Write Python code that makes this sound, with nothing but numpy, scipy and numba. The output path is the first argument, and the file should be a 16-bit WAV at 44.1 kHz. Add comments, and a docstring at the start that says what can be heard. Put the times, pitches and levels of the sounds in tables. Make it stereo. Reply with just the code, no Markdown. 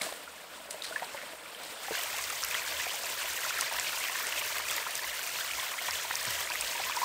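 """A shallow stream trickles in a quiet stony pool where a walker splashes, then the listening place
moves close to a rock slab where a thin sheet of water runs louder and brighter.
Bubbles are short dying tones and a burst droplet or a slap of water is a stack of such tones.
Filtered noise makes the fine wash and the splashes. The low rumble is a wavering, lumpy hum."""
import sys
import numpy as np
from scipy import signal
from scipy.fft import rfft, irfft
from scipy.io import wavfile
from numba import njit

SR = 44100
rng = np.random.default_rng(int(sys.argv[2]) if len(sys.argv) > 2 else 0)


def file_out(sig):
    """Save sig as 16-bit WAV at sys.argv[1]."""
    # one column per channel
    cols = np.atleast_2d(sig).T
    # limit, then scale
    lim = np.clip(cols, -1, 1)
    pcm = np.round(lim * 32767).astype(np.int16)
    wavfile.write(sys.argv[1], SR, pcm)


def how_loud(loudness_db):
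    """Turn decibels into a plain amplitude multiplier (0 dB gives 1, 20 dB gives 10)."""
    steps = np.asarray(loudness_db, float) / 20
    return 10 ** steps


N = 310464   # length of the sound in samples

TO_SLAB_S = (1.7, 1.96)   # the listening place moves from pool to slab between these times

# how the water's sound is shared over pitch at each place: (pitch [Hz], relative level [dB per Hz])
POOL_COLOUR = [(41, -44), (70, -14), (129, -18.5), (161, -8.5), (318, -7.5), (364, -14.5), (499, -0.5),
               (715, -2.5), (766, -4), (1230, -5.5), (1410, -3), (1540, -5), (3170, -4), (5100, -7.5),
               (6300, -11.5), (8400, -5.5), (10500, -14), (15400, -14.5)]
SLAB_COLOUR = [(41, -31), (70, -10.5), (123, -10.5), (189, -15), (348, -15.5), (640, -0.5), (783, -8),
               (981, -8), (1150, -7.5), (2020, 1), (4160, 0.5), (8190, -1.5), (11000, -12), (13100, -5.5),
               (15400, -8.5)]
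# how far each pitch leans to the left: (pitch [Hz], left over right [dB])
LEAN = [(60, 5), (150, 5), (380, 1.5), (950, 2), (2380, -1), (5980, 0), (15000, -6)]


def rms_one(x):
    """Scale a signal so that its rms level is 1."""
    return x / np.sqrt(np.mean(x ** 2) + 1e-20)


def at_hz(points, hz):
    """Read a table of values over pitch, with pitch on a log axis."""
    table_hz, value = np.transpose(points)
    return np.interp(np.log(hz), np.log(table_hz), value)


def unit_db(points, hz):
    """Read a spectrum in dB, shifted so that its mean power over an even pitch grid is 1."""
    grid_hz = np.linspace(30, 16000, 800)
    mean_power = np.mean(how_loud(at_hz(points, grid_hz)) ** 2)
    return at_hz(points, hz) - 10 * np.log10(mean_power)


def by_place(pair, s):
    """A (pool, slab) pair of values, blended by place at the times s."""
    return np.interp(s, TO_SLAB_S, pair)


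def colour_db(hz, s):
    """Level of the water's sound at pitch hz and time s."""
    slab_share = by_place((0, 1), s)
    return (1 - slab_share) * unit_db(POOL_COLOUR, hz) + slab_share * unit_db(SLAB_COLOUR, hz)


def drift(rate_hz):
    """Random wander with rms near 1: noise smoothed twice, so changes faster than rate_hz fade."""
    # one value per 40 samples is enough; the first 2000 let the filter settle
    r = np.exp(-80 * np.pi * rate_hz / SR)
    noise = rng.standard_normal(N // 40 + 2002)
    slow = signal.lfilter([1], [1, -2 * r, r * r], noise)[2000:]
    return np.interp(np.arange(N) / 40, np.arange(len(slow)), rms_one(slow))


def surges(per_s, fade_s):
    """Random strength that jumps up at once and sinks back slowly; mean 0, spread 1."""
    jumps = (rng.random(N) < per_s / SR) * rng.exponential(1, N)
    r = np.exp(-1 / (fade_s * SR))
    strength = signal.lfilter([1], [1, -r], jumps)
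    level = np.log(np.minimum(strength, 1.3) + 1.5)   # ceiling of 1.3, where a mean jump is 1
    return rms_one(level - level.mean())


def liveliness_db(pool_db, slab_db, wander_db, wander_hz):
    """Level of a layer in time: the flow, the layer's share at each place and its own slow wander."""
    # how lively the water is: (time [s], level [dB])
    flow_curve = [(0.0, -41.5), (0.03, -37), (0.16, -44), (0.3, -46), (0.68, -45), (0.73, -45),
                  (0.8, -43.5), (0.85, -43), (1.0, -43.5), (1.12, -43.5), (1.18, -45.5), (1.25, -44.5),
                  (1.41, -45.5), (1.72, -43), (1.89, -36), (1.95, -33), (2.39, -33.5), (2.74, -32.5),
                  (4.62, -32), (4.675, -33.5), (4.69, -31.5), (4.95, -33.5), (5.16, -34), (7.04, -32)]
    s = np.arange(N) / SR
    flow_s, flow_db = np.transpose(flow_curve)
    flow = np.interp(s, flow_s, flow_db)
    return flow + by_place((pool_db, slab_db), s) + wander_db * drift(wander_hz)


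@njit
def add(out, start, hz, height, cycles, rise, onset, hold):
    """Add tones that swell quickly and die away; with rise above 0 they also climb in pitch."""
    for k in range(len(hz)):
        for side in range(2):
            first = int(start[k, side]) + 1
            end = first + int(.85 * cycles[k] / hz[k] * SR)   # stop when the tone is very faint
            for i in range(max(first, 0), min(end, out.shape[1])):
                turns = (i - start[k, side]) * hz[k] / SR
                swell = 1 - np.exp(-turns / onset)
                decay = np.exp(-6.9 * (turns / cycles[k]) ** hold)   # down 60 dB after `cycles`
                tone = np.sin(2 * np.pi * turns * (1 + rise[k] * turns / cycles[k]))
                out[side, i] += height[k, side] * swell * decay * tone


def bubbles(s, db, hz, pan_db, lag_s, cycles, rise, onset):
    """Trapped air rings as a short tone, split over left and right by level and arrival time."""
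    out, sides = np.zeros((2, N)), np.array([.5, -.5])
    start = (s[:, None] + lag_s[:, None] * sides) * SR
    height = how_loud(db[:, None] + pan_db[:, None] * sides)
    hold = 1.059   # above 1 a tone holds its strength a little at first, then dies faster
    add(out, start, np.minimum(hz, .4 * SR), height, np.maximum(cycles, 2.), rise, onset, hold)
    return out


def swarm(count, low_hz, high_hz, level_db, spread_db, clump_db, clumps, cycles, rise, tilt_db):
    """Bubbles at random moments and pitches, with random strength and with surges in their level."""
    when, pitch, size, ring, side, lag = rng.random((count, 6)).T
    s = when * N / SR
    sample = (when * N).astype(int)
    hz = low_hz * (high_hz / low_hz) ** pitch
    db = level_db[sample] + colour_db(hz, s) + tilt_db * np.log2(hz / low_hz)
    db += clump_db * clumps[sample]
    # spread_db above 0: many faint, a few strong; below 0: many strong, a few faint
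    db -= spread_db * np.log(size + .02)
    pan_db = at_hz(LEAN, hz) + 12 * (side - .5)
    lag_s = np.sqrt(12) * 0.00013 * (lag - .5)   # left-right delay, rms 0.13 ms
    # cycles and rise are middle values; long rings climb the most
    return bubbles(s, db, hz, pan_db, lag_s, cycles * 3 ** (ring - .5), rise * 2 * ring, onset=0.54)


def crack(s, db, low_hz, span, pan_db, within_s, cycles):
    """A broad burst: five short tones spread over a span of pitch (a ratio), nearly at once."""
    chance = rng.random((len(s), 5, 2))
    out = 0
    for k in range(5):
        hz = low_hz * span ** ((k + chance[:, k, 0]) / 5)
        start_s = s + within_s * chance[:, k, 1]
        out = out + bubbles(start_s, db, hz, pan_db, 0 * s, 0 * s + cycles, 0 * s, onset=0.58)
    return out


def wash(patchy_db, flicker_db):
    """Countless far and tiny bubbles merge into noise that flickers half-octave by half-octave."""
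    # how alike left and right are: (pitch [Hz], likeness [1 = same, 0 = unrelated])
    likeness = [(60, 0.95), (180, 0.87), (550, 0.59), (1650, 0.79), (4970, 0.0093), (15000, 0.0081)]
    out, together = 0, drift(14)
    edges = 30 * 2 ** np.arange(0, 9.6, .5)
    s, white = np.arange(N) / SR, rng.standard_normal((2, 2, N))
    for k, (low, high) in enumerate(zip(edges, np.minimum(edges[1:], .45 * SR))):
        band = signal.butter(2, [low, high], "band", fs=SR, output="sos")
        mid, side = signal.sosfilt(band, white[k % 2])   # neighbouring bands use different noise
        alike = np.clip(at_hz(likeness, np.sqrt(low * high)), -1, 1)
        gain = how_loud(patchy_db * together + flicker_db * drift(38))
        out = out + gain * (np.sqrt(1 + alike) * mid + np.sqrt(1 - alike) * side * [[1], [-1]])
    hz = np.fft.rfftfreq(N, 1 / SR) + 1
    leaning = rfft(out) * how_loud(at_hz(LEAN, hz) * np.array([[.5], [-.5]]))
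    pool = irfft(leaning * how_loud(unit_db(POOL_COLOUR, hz)), N)
    slab = irfft(leaning * how_loud(unit_db(SLAB_COLOUR, hz)), N)
    slab_share = by_place((0, 1), s)
    level_db = liveliness_db(pool_db=-2.8, slab_db=-6.2, wander_db=0.4, wander_hz=4)
    return how_loud(level_db) * ((1 - slab_share) * pool + slab_share * slab)


def gurgle():
    """Bubbles of many sizes ring from low to fairly high pitch."""
    level_db = liveliness_db(pool_db=-18, slab_db=-17, wander_db=0.7, wander_hz=5)
    return swarm(count=7000, low_hz=275.5, high_hz=4450, level_db=level_db, spread_db=1.5, clump_db=1.0,
                 clumps=surges(per_s=47, fade_s=0.01), cycles=23.3, rise=0.092, tilt_db=3.5)


def plips():
    """Fairly small bubbles ring clearly in the middle of the pitch range."""
    level_db = liveliness_db(pool_db=-9, slab_db=-4.5, wander_db=1.0, wander_hz=4)
    return swarm(count=3200, low_hz=900, high_hz=3540, level_db=level_db, spread_db=1.5, clump_db=0.3,
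                 clumps=surges(per_s=25, fade_s=0.084), cycles=34.0, rise=0.035, tilt_db=1.16)


def spray():
    """A dense swarm of tiny high tones that die quickly."""
    level_db = liveliness_db(pool_db=-21, slab_db=-14, wander_db=1.3, wander_hz=6)
    return swarm(count=24000, low_hz=3640, high_hz=16000, level_db=level_db, spread_db=2.0, clump_db=2.5,
                 clumps=surges(per_s=110, fade_s=0.0031), cycles=12.4, rise=0.21, tilt_db=10.5)


def drops():
    """Small clear drops: sparser high tones that ring longer than the spray."""
    level_db = liveliness_db(pool_db=-15, slab_db=-12, wander_db=2, wander_hz=-7)
    return swarm(count=1100, low_hz=3650, high_hz=15200, level_db=level_db, spread_db=2.3, clump_db=0.5,
                 clumps=surges(per_s=12, fade_s=0.0056), cycles=40.0, rise=0.03, tilt_db=5.0)


def trickle():
    """A gap between stones trickles softly in a narrow range of low pitch."""
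    level_db = liveliness_db(pool_db=-14, slab_db=-27, wander_db=1.5, wander_hz=2)
    return swarm(count=420, low_hz=550, high_hz=680, level_db=level_db, spread_db=1.0, clump_db=1.5,
                 clumps=surges(per_s=9.3, fade_s=0.017), cycles=25.0, rise=0.034, tilt_db=0.0)


def gulps():
    """A hollow in the rock always gulps near one pitch."""
    level_db = liveliness_db(pool_db=-45, slab_db=-12.5, wander_db=3.5, wander_hz=-0.5)
    return swarm(count=400, low_hz=931, high_hz=1032, level_db=level_db, spread_db=3.0, clump_db=-0.5,
                 clumps=surges(per_s=6.1, fade_s=0.11), cycles=42, rise=0.01, tilt_db=0.0)


def chatter():
    """A smaller hollow chatters about an octave above the gulps."""
    level_db = liveliness_db(pool_db=-26, slab_db=-12.5, wander_db=1.5, wander_hz=-1.5)
    return swarm(count=500, low_hz=1900, high_hz=2180, level_db=level_db, spread_db=-2.0, clump_db=-1.5,
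                 clumps=surges(per_s=5.4, fade_s=0.08), cycles=50.0, rise=0.012, tilt_db=-4.0)


def rumble():
    """A low hum wavers in pitch and comes in lumps, its phase loose between left and right."""
    # swells of the hum: (time [s], level [dB], time from peak to 1/e [s])
    lump_table = [(1.95, -66, 0.041), (2.2, -65, .07), (2.47, -61, 0.079), (2.793, -62, 0.092),
                  (3.285, -64, 0.055), (3.56, -69, 0.056), (3.77, -59, 0.031), (4.363, -67, 0.061),
                  (4.64, -63, 0.13), (5.087, -58, 0.034), (5.558, -57, 0.033), (5.924, -58, 0.041),
                  (6.333, -56.5, 0.1), (6.628, -56, 0.049), (6.89, -61, 0.046)]
    s = np.arange(N) / SR
    pitch_hz = 66.7 * (1 + 0.152 * drift(8.2))
    phase = 2 * np.pi * np.cumsum(pitch_hz) / SR
    hum = np.sqrt(2) * np.sin(phase + 0.35 * drift(11) * np.array([[1], [-1]]))
    lumps = sum(how_loud(db) * np.exp(-((s - at) / width_s) ** 2) for at, db, width_s in lump_table)
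    bed = how_loud(by_place((-74, -75), s) + 2.3 * drift(7.5))
    return how_loud([[1.6], [-1.6]]) * (bed + lumps) * hum


def splashes():
    """A foot breaks the pool's surface; thrown water falls back as a grainy hiss that dies away."""
    # (time [s], level [dB], time to fall 60 dB [s], low band [dB], middle band [dB], high band [dB])
    splash_table = [(0.01, -38, 0.47, -1, -2.5, 0), (0.704, -42, 0.2, -10, -1, 3),
                    (0.82, -41.5, 0.44, -5, -7, -6), (0.835, -40, 0.36, -6, -0.5, -12),
                    (0.955, -49.5, 0.9, 8, -16, -16), (1.15, -45.5, 0.95, 1.5, -18, -18)]
    # the three bands of the hiss: (middle [Hz], width [Hz])
    splash_bands = [(1900, 690), (4200, 850), (8500, 1800)]
    s, grain = np.arange(N) / SR, how_loud(4.1 * drift(146))
    bands = []
    for hz, width in splash_bands:
        band = signal.butter(1, [hz - width / 2, hz + width / 2], "band", fs=SR, output="sos")
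        bands.append(rms_one(signal.sosfilt(band, rng.standard_normal((2, N)))))
    out = 0
    for at, db, fall_s, *levels_db in splash_table:
        rise = np.clip((s - at) / 0.0025, 0, 1)   # full after 2.5 ms
        decay = how_loud(db - 60 * np.abs(s - at) / fall_s)
        hiss = sum(how_loud(level_db) * band for level_db, band in zip(levels_db, bands))
        out = out + rise * grain * decay * hiss
    return out


def plops():
    """Large bubbles that stand out, each opened by a slap of water."""
    # (time [s], level [dB], pitch [Hz], left over right [dB])
    plop_table = [(0.014, -34, 600, 4), (0.013, -21.5, 2180, -3), (0.064, -33, 650, 3),
                  (0.088, -36, 1010, 2), (0.276, -33.5, 1400, -6), (0.549, -36, 3600, -4),
                  (0.6, -42, 643, 7), (0.687, -40, 570, 2), (0.712, -41, 615, 3), (0.742, -35, 613, 2),
                  (0.908, -32.5, 647, 0), (0.821, -23.5, 3820, -7), (0.965, -33, 1040, 2),
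                  (0.924, -29.5, 1450, -7), (0.96, -19, 1730, 8), (1.022, -35, 735, 2.5),
                  (1.028, -30, 935, 2), (1.144, -33, 561, 3), (1.145, -37, 875, 3), (1.178, -36, 2100, 1),
                  (1.186, -37, 1500, 1), (1.232, -40, 563, 2), (1.332, -39, 620, 4),
                  (1.459, -34, 2320, 0.5), (1.548, -31.5, 3130, 0.1), (1.618, -44, 700, 6),
                  (1.883, -28.5, 794, 4), (1.913, -32.5, 440, 6), (1.926, -27, 1610, 6),
                  (1.932, -26, 3940, 0.5), (1.937, -27, 1550, 0), (1.941, -24, 2600, 0.5),
                  (1.951, -19.5, 1650, 6), (1.971, -30, 1010, 2), (1.982, -22, 2880, 3),
                  (1.987, -30, 704, 3), (1.993, -25, 1930, 1), (2.059, -33, 900, 6),
                  (2.129, -23, 2500, 0.5), (2.14, -29.5, 830, 3), (2.149, -28, 1930, 1),
                  (2.188, -27, 1080, -2), (2.302, -27, 2300, 0.5), (2.304, -26, 1290, 2),
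                  (2.327, -30.5, 820, 6), (2.449, -23, 2800, 0.5), (2.431, -25, 1310, 7),
                  (2.5445, -15, 3180, -1), (2.546, -23.5, 1250, 7), (2.55, -19, 1960, 4),
                  (2.594, -22, 2550, -3), (2.6185, -22, 1890, -1.5), (2.659, -33, 2170, 0.5),
                  (2.6756, -24, 1610, 1), (2.8, -21, 1770, -4), (2.867, -27.5, 700, 4),
                  (2.895, -21, 3080, 0.1), (2.94, -30.5, 820, 3), (3.037, -28, 700, 1),
                  (3.293, -25.5, 1800, 0.5), (3.389, -23.5, 1610, 6), (3.4, -38, 990, 1),
                  (3.433, -22, 1930, 3), (3.44, -32, 1000, 3.5), (3.465, -28.5, 990, 3),
                  (3.4496, -24.5, 1380, 10), (3.5057, -21.5, 1430, 4), (3.5743, -21, 1660, 4),
                  (3.589, -21.5, 1360, 6), (3.62, -27, 1050, 0.5), (3.713, -28.5, 900, 4),
                  (3.722, -25, 936, 5), (3.745, -29, 975, 3), (3.766, -24, 1700, -1),
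                  (3.7823, -33, 2070, -1), (3.869, -22, 2440, 5), (3.93, -24, 1410, 5),
                  (3.945, -30, 1050, 1), (3.975, -31, 990, 5), (4.002, -30, 1000, 2.5),
                  (4.0395, -24, 2560, 0.1), (4.084, -22, 1900, 1), (4.096, -26, 1020, 3),
                  (4.128, -35, 1050, 0.5), (4.155, -30, 1010, 0.5), (4.201, -28, 1000, 4),
                  (4.153, -22.5, 1810, -12), (4.324, -18, 2720, -2), (4.377, -23, 2630, 1.5),
                  (4.422, -26, 1190, 6), (4.44, -23, 2640, 0.5), (4.503, -30, 960, -3),
                  (4.567, -32, 980, 1.5), (4.5835, -23, 2630, -0.5), (4.598, -24, 1016, 3),
                  (4.6857, -21.5, 2400, 1), (4.781, -19, 2000, -8), (4.865, -25, 1034, 1.5),
                  (4.8696, -24, 1370, -4), (4.992, -22, 1730, -1), (5.033, -31, 1010, 3),
                  (5.0434, -23.5, 2050, -11), (5.192, -26.5, 1510, 9), (5.291, -26, 2640, 0.5),
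                  (5.36, -22, 2640, -0.5), (5.387, -24.5, 1370, 0.5), (5.41, -25, 1540, 3),
                  (5.5099, -22, 2410, 2), (5.585, -26, 1010, 0), (5.629, -25, 1050, 0.5),
                  (5.7887, -20.5, 2090, -1.5), (5.815, -31, 700, 2), (5.885, -23, 986, 3),
                  (5.915, -23.5, 2080, 8), (6.049, -27, 920, 5), (6.11, -18, 1820, 6), (6.138, -25, 940, 3),
                  (6.4732, -22, 2020, 2), (6.503, -25.5, 970, 3), (6.5095, -22.5, 1510, 1),
                  (6.519, -18.5, 2550, 1), (6.5555, -21, 2030, -1), (6.6223, -20, 2550, -7),
                  (6.779, -22, 2570, 6), (6.798, -25, 780, 3), (6.8374, -23, 2630, 2),
                  (6.896, -26, 1080, -3), (6.921, -20.5, 2570, 0.5), (6.947, -27.5, 990, 4)]
    s, db, hz, pan_db = np.transpose(plop_table)
    # pairs are (pool, slab); the first and third pair hold at 1 kHz
    cycles = by_place((44, 23.9), s) * (hz / 1000) ** by_place((0.035, 0.069), s)
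    slap_db = by_place((-6.5, -7.5), s) - 6.5 * np.log2(hz / 1000)   # weaker for small bubbles
    rings = bubbles(s, db, hz, pan_db, 0 * s, cycles, 0 * s + 0.0048, onset=1.0)
    return rings + crack(s, db + slap_db, 0.722 * hz, 3.24, pan_db, within_s=0.00251, cycles=7.9)


def thumps():
    """A heel or stick on rock gives a short blunt ring."""
    # (time [s], level [dB], pitch [Hz], length [cycles to fall 60 dB])
    thump_table = [(0.0645, -40, 640, 9), (0.124, -26, 656, 12), (1.022, -25, 700, 18),
                   (1.145, -37, 625, 13), (1.9091, -19.5, 530, 8.5), (1.91, -45, 161, 14),
                   (3.289, -53, 75.4, 10), (5.099, -59, 64, 8.8), (6.27, -40, 117, 20),
                   (6.275, -37.5, 210, 6.6), (0.014, -36, 245, 8.6)]
    s, db, hz, cycles = np.transpose(thump_table)
    return bubbles(s, db - 0.5, hz, 0 * s + 3.0, 0 * s, cycles, 0 * s, onset=0.29)


def ticks():
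    """A bursting droplet is one short ring with a broad crack that trails off."""
    # (time [s], level [dB], pitch [Hz], left over right [dB])
    tick_table = [(0.017, -21.5, 3900, -14), (0.019, -24, 4120, -3), (0.033, -28, 8320, -2),
                  (0.046, -37, 3700, -2), (0.0654, -40, 3900, -2), (0.1253, -29, 3540, -2),
                  (0.7075, -26, 8000, 5), (0.708, -30, 5000, 3), (0.729, -29, 7500, 1),
                  (0.823, -26, 4470, 6), (0.85, -29, 4120, -2.5), (0.862, -32, 4600, 1),
                  (0.871, -35, 3900, 1), (0.889, -37, 4000, 1), (0.843, -33, 4300, 0.5),
                  (1.045, -30, 4200, 1), (1.634, -32, 8800, -9), (1.65, -32, 12500, -6),
                  (2.033, -24, 8300, -5), (2.035, -19, 14000, -6), (2.13, -28, 12000, -5),
                  (2.184, -24, 6700, -2), (2.24, -23, 5000, -6), (2.301, -18.5, 9050, -8),
                  (2.362, -30, 9000, -3), (2.4214, -21, 8500, -9), (2.437, -15.5, 5500, -5),
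                  (2.447, -15, 12300, -9), (2.486, -22, 8050, -1), (3.035, -23, 4900, -3.5),
                  (3.058, -23, 7480, -5), (3.5853, -19, 13000, -1.5), (3.61, -10.5, 10100, -4),
                  (3.737, -21, 5570, -3), (3.7976, -15, 7200, 2), (3.892, -25, 8000, -2.5),
                  (4.001, -29, 13000, -5), (4.114, -26, 12500, -5), (4.1975, -21, 14100, -13),
                  (4.206, -24, 5600, -3), (4.269, -19, 8700, -11), (4.4832, -27, 4020, -1.5),
                  (4.583, -20, 13100, -11), (4.686, -22, 7200, 0.1), (4.711, -17, 8100, -9),
                  (4.764, -21, 13000, -20), (4.908, -23, 8580, -11), (4.9537, -17, 8500, -10),
                  (5.213, -30, 13000, -5), (5.23, -21, 7940, -2.5), (5.275, -20.5, 6060, -2),
                  (5.407, -35, 8100, -1.5), (5.9088, -17, 5260, -1), (6.155, -16, 5600, -13),
                  (6.1984, -22, 5060, -5), (6.229, -21, 8490, -3), (6.253, -21, 8550, -14),
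                  (6.307, -20, 13000, -12.5), (6.4063, -20, 12900, -14), (6.501, -21.5, 4640, -1.5),
                  (6.536, -27, 7910, -1.5), (6.61, -12, 8800, -6), (6.725, -34, 7980, -3),
                  (6.8517, -26, 7850, -14), (6.966, -21, 5070, -10)]
    s, db, hz, pan_db = np.transpose(tick_table)
    ring = bubbles(s, db, hz, pan_db, 0 * s, 0 * s + 22, 0 * s + 0.0092, onset=0.4)
    burst = crack(s, db - 4.0, 4700, 2.2, pan_db, within_s=0.00146, cycles=8.8)
    trail = crack(s + .0012, db - 13.0, 4700, 3.2, pan_db, within_s=0.002, cycles=16)
    return ring + burst + trail


def slaps():
    """Water slaps sharply on stone and traps no lasting bubble: only a broad burst is heard."""
    # (time [s], level [dB], lowest pitch [Hz], left over right [dB])
    slap_table = [(0.033, -42, 1280, -1), (0.049, -32.5, 1090, 1), (0.125, -31, 990, 2),
                  (1.909, -35, 900, 8), (2.548, -26, 1090, 8), (3.506, -32, 950, 4), (3.575, -41, 1100, 3),
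                  (3.625, -24, 1000, 3), (3.783, -16.5, 1700, -1), (4.1536, -22, 1300, 7),
                  (5.885, -25, 670, 4), (6.106, -19.5, 940, 3), (6.473, -25, 1100, 2),
                  (6.508, -25, 1240, 12), (6.8, -29, 550, 3)]
    s, db, low_hz, pan_db = np.transpose(slap_table)
    return crack(s, db, low_hz, 2.46, pan_db, within_s=0.00489, cycles=8.4)


def scene():
    """Add the running water, the single bubbles and drops, the walker and the rumble."""
    running = wash(patchy_db=1.54, flicker_db=2.0) + gurgle() + plips() + spray() + drops()
    hollows = trickle() + gulps() + chatter()
    single = plops() + ticks() + slaps()
    walker = splashes() + thumps()
    return running + hollows + single + walker + rumble()


def low_pass(x):
    """Removes everything above the highest recorded frequency."""
    return signal.sosfilt(signal.butter(12, 16670, fs=SR, output="sos"), x)


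def record(dry):
    """The recorder softens the deepest bass below 50 Hz and cuts the top above 15650 Hz."""
    bass_cut = signal.butter(1, 50, "high", fs=SR, output="sos")
    top_cut = signal.ellip(12, .5, 70, 15650, fs=SR, output="sos")
    mix = signal.sosfilt(top_cut, signal.sosfilt(bass_cut, dry))
    return low_pass(mix)


dry = scene()
out = record(dry)
file_out(out)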